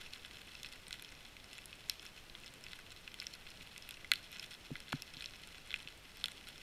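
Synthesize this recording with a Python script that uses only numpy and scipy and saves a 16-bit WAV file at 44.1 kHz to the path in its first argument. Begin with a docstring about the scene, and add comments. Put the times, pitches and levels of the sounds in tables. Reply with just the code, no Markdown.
"""Snapping shrimp under water

Shrimp crackle near and far over a rocky bottom, heard by a microphone in a hard housing.
Each click is a sum of decaying housing modes with a short scatter tail; near ones add a diffuse return.
Bumps on the housing are a damped push and a low ring; shaped noise gives surging rumble and steady hiss."""
import sys
import numpy as np
from scipy import signal
from scipy.fft import rfft, irfft
from scipy.io import wavfile

SR = 44100
rng = np.random.default_rng(int(sys.argv[2]) if len(sys.argv) > 2 else 0)


def log_audio(samples):
    """Write samples as a 16-bit WAV file to the path given in sys.argv[1]."""
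    # one column per channel
    frames = np.atleast_2d(samples).T
    # limit to full scale, then quantise
    limited = np.clip(frames, -1, 1)
    pcm = np.round(limited * 32767).astype(np.int16)
    wavfile.write(sys.argv[1], SR, pcm)


def ratio(d):
    """dB to gain"""
    e = np.asarray(d, float) / 20
    return 10 ** e


N = 291942  # length in samples

# Near snaps, their surface echoes, and the scrape clicks just before the 4.93 s bump.
# Each row: start in seconds, level in dB ahead of the wall, best-excited pitch in Hz,
# lean in dB (minus to the low modes, plus to the 5 kHz mode), share of the high modes in dB.
NEAR_CLICKS = [(.1349, -37, 3780, 5, -16.5), (.1597, -46, 3360, -13, -16), (.2485, -42.5, 2970, -10, -22),
               (0.3106, -45.5, 2110, -13, -17), (0.5518, -43, 2600, 12, -26), (0.6316, -41, 3360, 12, -5.5),
               (.646, -41.5, 2730, -8, -25), (0.6602, -47.5, 2680, 15, -14), (.8817, -45.5, 8540, 0, -2),
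               (.908, -41.5, 3400, -14, -12), (.928, -35, 4400, 5.5, -13), (0.9407, -43.5, 3200, -14, -14),
               (0.9955, -45, 3360, -14, -21), (1.0234, -44, 2450, -8, -4.5), (1.047, -44, 3380, 12, -22),
               (1.367, -46.5, 2540, -12, -13), (1.5307, -44, 2820, 10, -13), (1.5814, -45.5, 3180, -10, -6),
               (1.6571, -44.5, 4220, 11, 0.5), (1.7286, -44.5, 2760, -3, -25), (1.887, -51, 3250, -17, -8),
               (1.8971, -25.5, 4260, 13, -9), (1.9955, -43.5, 3140, 12, -27),
               (2.0525, -48, 2950, -16, -6.5), (2.064, -45.5, 2450, 16, -17), (2.298, -46.5, 4100, 3, -25),
               (2.351, -43.5, 3370, -14.5, -26), (2.461, -47.5, 2560, 22, -20),
               (2.4713, -51.5, 3170, -8, -19), (2.6392, -45.5, 3380, 17, -9.5),
               (2.6652, -45, 2480, -11, -18), (2.7323, -37.5, 3380, -7, -21),
               (2.7898, -46.5, 1380, -18, -11), (3.0769, -41, 2580, -9.5, -25),
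               (3.1419, -42.5, 3000, -11, -10), (3.2004, -34.5, 4130, 15, -15.5),
               (3.2158, -42.5, 2700, -7, -18), (3.222, -41.5, 2580, -16, -24), (3.228, -50, 2670, -10, -5),
               (3.268, -33, 3200, 17, -20), (3.3376, -42.5, 4300, 8, -8.5), (3.467, -46, 2760, -12, -21),
               (3.5035, -49, 2560, 18, -6.5), (3.6099, -47, 2550, -12, -24), (3.762, -43.5, 2240, -14, -22),
               (3.7787, -43, 2540, 13.5, -5.5), (3.8238, -45, 3340, 16, -18), (3.8903, -41.5, 2580, -7, -6),
               (3.9085, -38.5, 3340, 7, -10), (4.0455, -43, 2090, -17.5, -21),
               (4.117, -17.5, 3800, -11, -14), (4.136, -31, 2950, -8, -8.5), (4.1567, -37.5, 4030, -3, -18),
               (4.317, -50.5, 2580, 9, -2.5), (4.362, -43.5, 2970, -8, -27), (4.396, -37, 2560, 16.5, -17),
               (4.426, -52, 2760, -6, -10), (4.44, -52, 3300, -8, -19), (4.755, -40.5, 3560, -16.5, -31),
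               (4.803, -43, 2800, 12, -10), (4.8825, -47, 3400, -10, -26), (4.9221, -36, 2600, -3, -22),
               (4.925, -40.5, 3300, -1, -11), (4.9268, -37, 2420, -19, -14),
               (4.9286, -33.5, 1450, -16, -20), (5.0211, -34.5, 2660, 15, -11.5),
               (5.1457, -49, 3360, 8, -26), (5.1687, -44.5, 4050, 3, -21), (5.2076, -37.5, 3700, -12, -33),
               (5.2228, -38, 2540, -8, -18), (5.2421, -41, 2990, 11, -19), (5.2586, -37, 4140, 13.5, -20),
               (5.418, -56, 2520, 3, -6), (5.5459, -47, 2720, -15, -19), (5.706, -39.5, 3300, -13, -21),
               (5.7151, -40, 3340, -3, -22), (5.7275, -43, 3450, -14, -23), (5.741, -30, 2650, -5, -23),
               (5.7606, -43, 2990, -11, -16), (5.8742, -40.5, 2860, -1, -33), (6.1707, -46.5, 2970, 11, -8),
               (6.241, -25.5, 3470, -6.5, -17), (6.2575, -33, 3030, 4, -8.5),
               (6.2829, -39.5, 3250, -11, -11), (6.379, -49, 3440, -6, -25), (6.4872, -45, 3300, -9, -6.5),
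               (6.558, -57, 2700, 2, -27)]
# Housing modes. Each row: pitch in Hz, level in dB relative to its mode group, t60 in seconds.
HOUSING_MODES = [(1466, -2.5, 0.019), (1670, -10.5, 0.035), (2041, 1.5, 0.022), (2290, -11, 0.039),
                 (2560, 0.5, 0.021), (2760, -5.5, 0.017), (3035, -5, 0.019), (3380, 8, 0.0093),
                 (4075, 5, 0.0095), (4370, 1, 0.0092), (5260, 24, 0.0083), (5886, 9, 0.0067),
                 (7010, -23, 0.0039), (8640, -16, 0.0027), (10800, -11, 0.0017), (12450, -13.5, 0.0016),
                 (14600, -28, 0.0026)]
# Course of the distant crackle. Each row: time in seconds, level in dB without flurries, ahead of the wall.
FAR_BED_LEVELS = [(0.0, -55.5), (1.0, -59.5), (2.3, -61), (3.2, -60.5), (4.4, -58), (5.4, -59),
                  (6.62, -59.5)]
# Bumps on the housing. Each row: start in seconds, push in dB, push pitch in Hz, ring in dB,
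# wait before the ring in seconds.
HOUSING_BUMPS = [(3.596, -49, 198, -57.5, 0.015), (4.706, -33, 426, -40.5, 0.011),
                 (4.9294, -20.5, 900, -37, 0.0107), (5.164, -53, 300, -56, 0.007),
                 (5.848, -63, 300, -57.5, 0.0092)]
# Air modes that a bump rings. Each row: pitch in Hz, relative level in dB, t60 in seconds.
CAVITY_MODES = [(146, 4, 0.15), (252, 7.5, 0.057)]
# Spectrum of rumble and microphone hiss. Each row: frequency in Hz, relative density in dB per Hz.
NOISE_SPECTRUM = [(4, -15), (8, 7), (25, -1), (50, -3), (100, -8.5), (300, -15.5), (1000, -20.5),
                  (3000, -18.5), (7000, -30.5), (13000, -35), (16000, -40)]
# Borders between the low, middle, 5 kHz and high mode groups. Each entry: frequency in Hz.
GROUP_BORDERS_HZ = [2350, 4800, 6000]
# Bands the wall passes badly. Each row: centre in Hz, width in Hz.
WALL_NOTCHES = [(1880, 82), (4760, 420), (9700, 130)]

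# share of the low and 5 kHz modes without lean; dB lost by the far side per dB of lean
REST_DB, LOSS_DB_PER_DB = -18, 0.19
# extra bed level per near click, and its 1/e fading time
FLURRY_DB, FLURRY_S = 2.5, 0.028
# rms of the hiss; rumble: border, mean level, depth and pace of its surges
HISS_DB = -60
RUMBLE_HZ, RUMBLE_DB, SURGE_DEPTH_DB, SURGE_HZ = 126, -63.5, 1, 13


def decay(t60_s, t_s):
    """Amplitude left after t_s of an exponential decay."""
    return ratio(-60 * t_s / t60_s)


def evened(x):
    """Scales to rms 1."""
    return x / np.sqrt(np.mean(x ** 2) + 1e-20)


def drift(corner_hz):
    """Slow random curve of rms 1: noise that falls off above corner_hz."""
    hz = np.fft.rfftfreq(N, 1 / SR)
    return evened(irfft(rfft(rng.standard_normal(N)) / (1 + (hz / corner_hz) ** 2), N))


def add(mix, start_s, sound):
    """Adds a sound to the mix in place, cut at the end."""
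    part = mix[round(start_s * SR):][:len(sound)]
    part += sound[:len(part)]


def click(best_hz, low_db, ping_db, high_db, luck, favour_db, uneven_db, rise_s=0.00045):
    """A shock, for a snap a collapsing bubble, rings the housing; its direction decides which modes answer."""
    hz, db, t60_s = np.array(HOUSING_MODES).T[:, :, None]
    t = np.arange(1400) / SR
    colour, phase, detune = luck[:3 * len(hz)].reshape(3, -1, 1)

    near_best = np.exp(-(np.log(hz / best_hz) / 0.14) ** 2)
    # a bright click reaches the top modes
    tilt_db = 0.4 * (high_db + 3) * np.log2(np.maximum(hz / GROUP_BORDERS_HZ[-1], 1))
    # the high modes are the most directional
    uneven_db = uneven_db + 3.4 * (hz > GROUP_BORDERS_HZ[-1])
    mode_db = db + favour_db * near_best + uneven_db * colour + tilt_db

    tuned_hz = hz * (1 + 0.015 * detune)
    onset = np.tanh((t / rise_s) ** 2)
    rings = ratio(mode_db) * decay(t60_s, t) * onset
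    rings = rings * np.sin(2 * np.pi * tuned_hz * (t - rise_s) + 0.55 * phase)
    rings = rings * (1 + 0.4 * np.exp(-t / 0.0007))  # the shock itself

    # the middle modes take the power the others leave
    middle_power = 1 - ratio(2 * low_db) - ratio(2 * ping_db) - ratio(2 * high_db)
    middle = np.sqrt(max(middle_power, 0.05))
    group = np.searchsorted(GROUP_BORDERS_HZ, hz[:, 0])
    sound = 0
    for k, share in enumerate([ratio(low_db), middle, ratio(ping_db), ratio(high_db)]):
        part = rings[group == k].sum(0)
        sound = sound + share * part / np.sqrt(np.mean(part[:220] ** 2))  # rms over 5 ms
    sound = sound / np.sqrt(np.mean(sound[:88] ** 2))  # rms 1 over 2 ms

    # quick reflections from nearby rocks; the cube makes a few stand out
    taps = 0.3 * luck[-200:] ** 3 / 12 * decay(0.0038, t[:200])
    return np.convolve(sound, np.r_[1, taps]) / np.sqrt(1 + np.sum(taps ** 2))


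def near_clicks():
    """Near snaps, surface echoes and scrape clicks, most leaning to the low modes or the 5 kHz mode."""
    out = np.zeros(N)
    luck = rng.standard_normal((len(NEAR_CLICKS), 260))
    for (start_s, db, best_hz, lean_db, high_db), row in zip(NEAR_CLICKS, luck):
        low_db = REST_DB + max(-lean_db, -LOSS_DB_PER_DB * lean_db)
        ping_db = REST_DB + max(lean_db, LOSS_DB_PER_DB * lean_db)
        one = click(best_hz, low_db, ping_db, high_db, row, favour_db=11, uneven_db=0)
        add(out, start_s, ratio(db) * one)
    return out


def seabed(x, t60_s=0.38, surface_s=0.014, early_db=-12):
    """Diffuse return: weak from the bottom at first, full once sound is back from the surface."""
    t = np.arange(SR // 5) / SR
    build = np.where(t > surface_s, 1, ratio(early_db)) * (t > 0.003)
    tail = rng.standard_normal(len(t)) * decay(t60_s, t) * build
    return signal.oaconvolve(x, tail / np.linalg.norm(tail))[:N]


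def flurries():
    """Extra dB of the far bed: jumps at every near click, then fades."""
    t = np.arange(0, N / SR, 0.002)
    since_s = t[:, None] - np.array(NEAR_CLICKS)[:, 0]
    humps = (np.exp(-abs(since_s) / FLURRY_S) * (since_s > 0)).sum(1)
    return np.interp(np.arange(N) / SR, t, FLURRY_DB * humps)


def far_shrimp(kinds=34, snaps_per_s=300, spread_db=4, top_db=17, clump_db=5.5, blur_db=-7):
    """Small snaps of random colour come in clumps; the farthest merge into a housing-coloured hiss."""
    clumps = drift(23)
    chance = snaps_per_s * ratio(clump_db * clumps) / SR  # snaps_per_s holds where clumps is 0
    size_db = np.minimum(spread_db * rng.exponential(1, N), top_db)
    size = ratio(size_db) * (rng.random(N) < chance)
    blur = rng.standard_normal(N) * ratio(1.8 * clumps)
    kind = rng.integers(0, kinds, N)

    snaps, merged = np.zeros(N), np.zeros(N)
    for k, row in enumerate(rng.standard_normal((kinds, 263))):
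        best_hz = HOUSING_MODES[k % len(HOUSING_MODES)][0]
        low_db, ping_db = -8 + 3 * row[0], -11 + 4 * row[1]
        high_db = min(-14 + 4.9 * row[2], -3)
        one = click(best_hz, low_db, ping_db, high_db, row[3:], favour_db=9.5, uneven_db=4.5, rise_s=0.000596)
        snaps += signal.oaconvolve(size * (kind == k), one)[:N]
        merged += signal.oaconvolve(blur * (kind == k), one)[:N]

    bed = evened(snaps) + ratio(blur_db) * evened(merged)
    bed_db = np.interp(np.arange(N) / SR, *np.transpose(FAR_BED_LEVELS))
    return ratio(bed_db + flurries()) * evened(bed)


def wall(x, low_hz=1150):
    """The stiff wall holds back the bass of the crackle and is deaf in a few narrow bands."""
    x = signal.sosfilt(signal.butter(6, low_hz, "high", fs=SR, output="sos"), x)
    for hz, width_hz in WALL_NOTCHES:
        x = signal.lfilter(*signal.iirnotch(hz, hz / width_hz, SR), x)
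    return x


def bumps(swell_s=0.0037, hold_s=0.024):
    """A push of about one cycle, then the air in the housing swells into a short low ring."""
    out, t = np.zeros(N), np.arange(SR // 10) / SR
    ring = 0
    for hz, db, t60_s in CAVITY_MODES:
        ring = ring + ratio(db) * decay(t60_s, t) * np.cos(2 * np.pi * hz * (t - swell_s))
    ring = ring * np.tanh((t / swell_s) ** 2) / (1 + (t / hold_s) ** 8)

    for start_s, push_db, push_hz, ring_db, wait_s in HOUSING_BUMPS:
        turns = push_hz * t
        push = -np.sin(2 * np.pi * turns) * np.exp(-1.6 * turns) * np.tanh(3 * turns)
        add(out, start_s, ratio(push_db) * push)
        add(out, start_s + wait_s - swell_s, ratio(ring_db) * ring)
    return out


def rumble_and_hiss():
    """Shaped noise split in two: steady microphone hiss above, surging water rumble below."""
    hz = np.fft.rfftfreq(N, 1 / SR)
    table_hz, table_db = np.transpose(NOISE_SPECTRUM)
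    density_db = np.interp(np.log(hz + 1), np.log(table_hz + 1), table_db)
    shaped = rfft(rng.standard_normal(N)) * ratio(density_db)

    low = 1 / (1 + (hz / RUMBLE_HZ) ** 4)
    steady = evened(irfft(shaped * (1 - low), N))
    rumble = evened(irfft(shaped * low, N))
    surge_db = RUMBLE_DB + SURGE_DEPTH_DB * drift(SURGE_HZ)
    return ratio(HISS_DB) * steady + ratio(surge_db) * rumble


def scene():
    """Near clicks and far shrimp through the wall, plus bumps, rumble and hiss; one channel."""
    near = near_clicks()
    wet = near + ratio(-23) * seabed(near)
    crackle = wall(wet + far_shrimp())
    return (crackle + bumps() + rumble_and_hiss())[None]


def low_pass(x):
    """Removes everything above the highest recorded frequency."""
    return signal.sosfilt(signal.butter(12, 16520, fs=SR, output="sos"), x)


def record(dry):
    """Low-pass at the recorder's 15.5 kHz band edge."""
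    edge = signal.firwin(61, 15500, fs=SR)
    mix = signal.oaconvolve(dry, edge[None], "same")
    return low_pass(mix)


dry = scene()
out = record(dry)
log_audio(out)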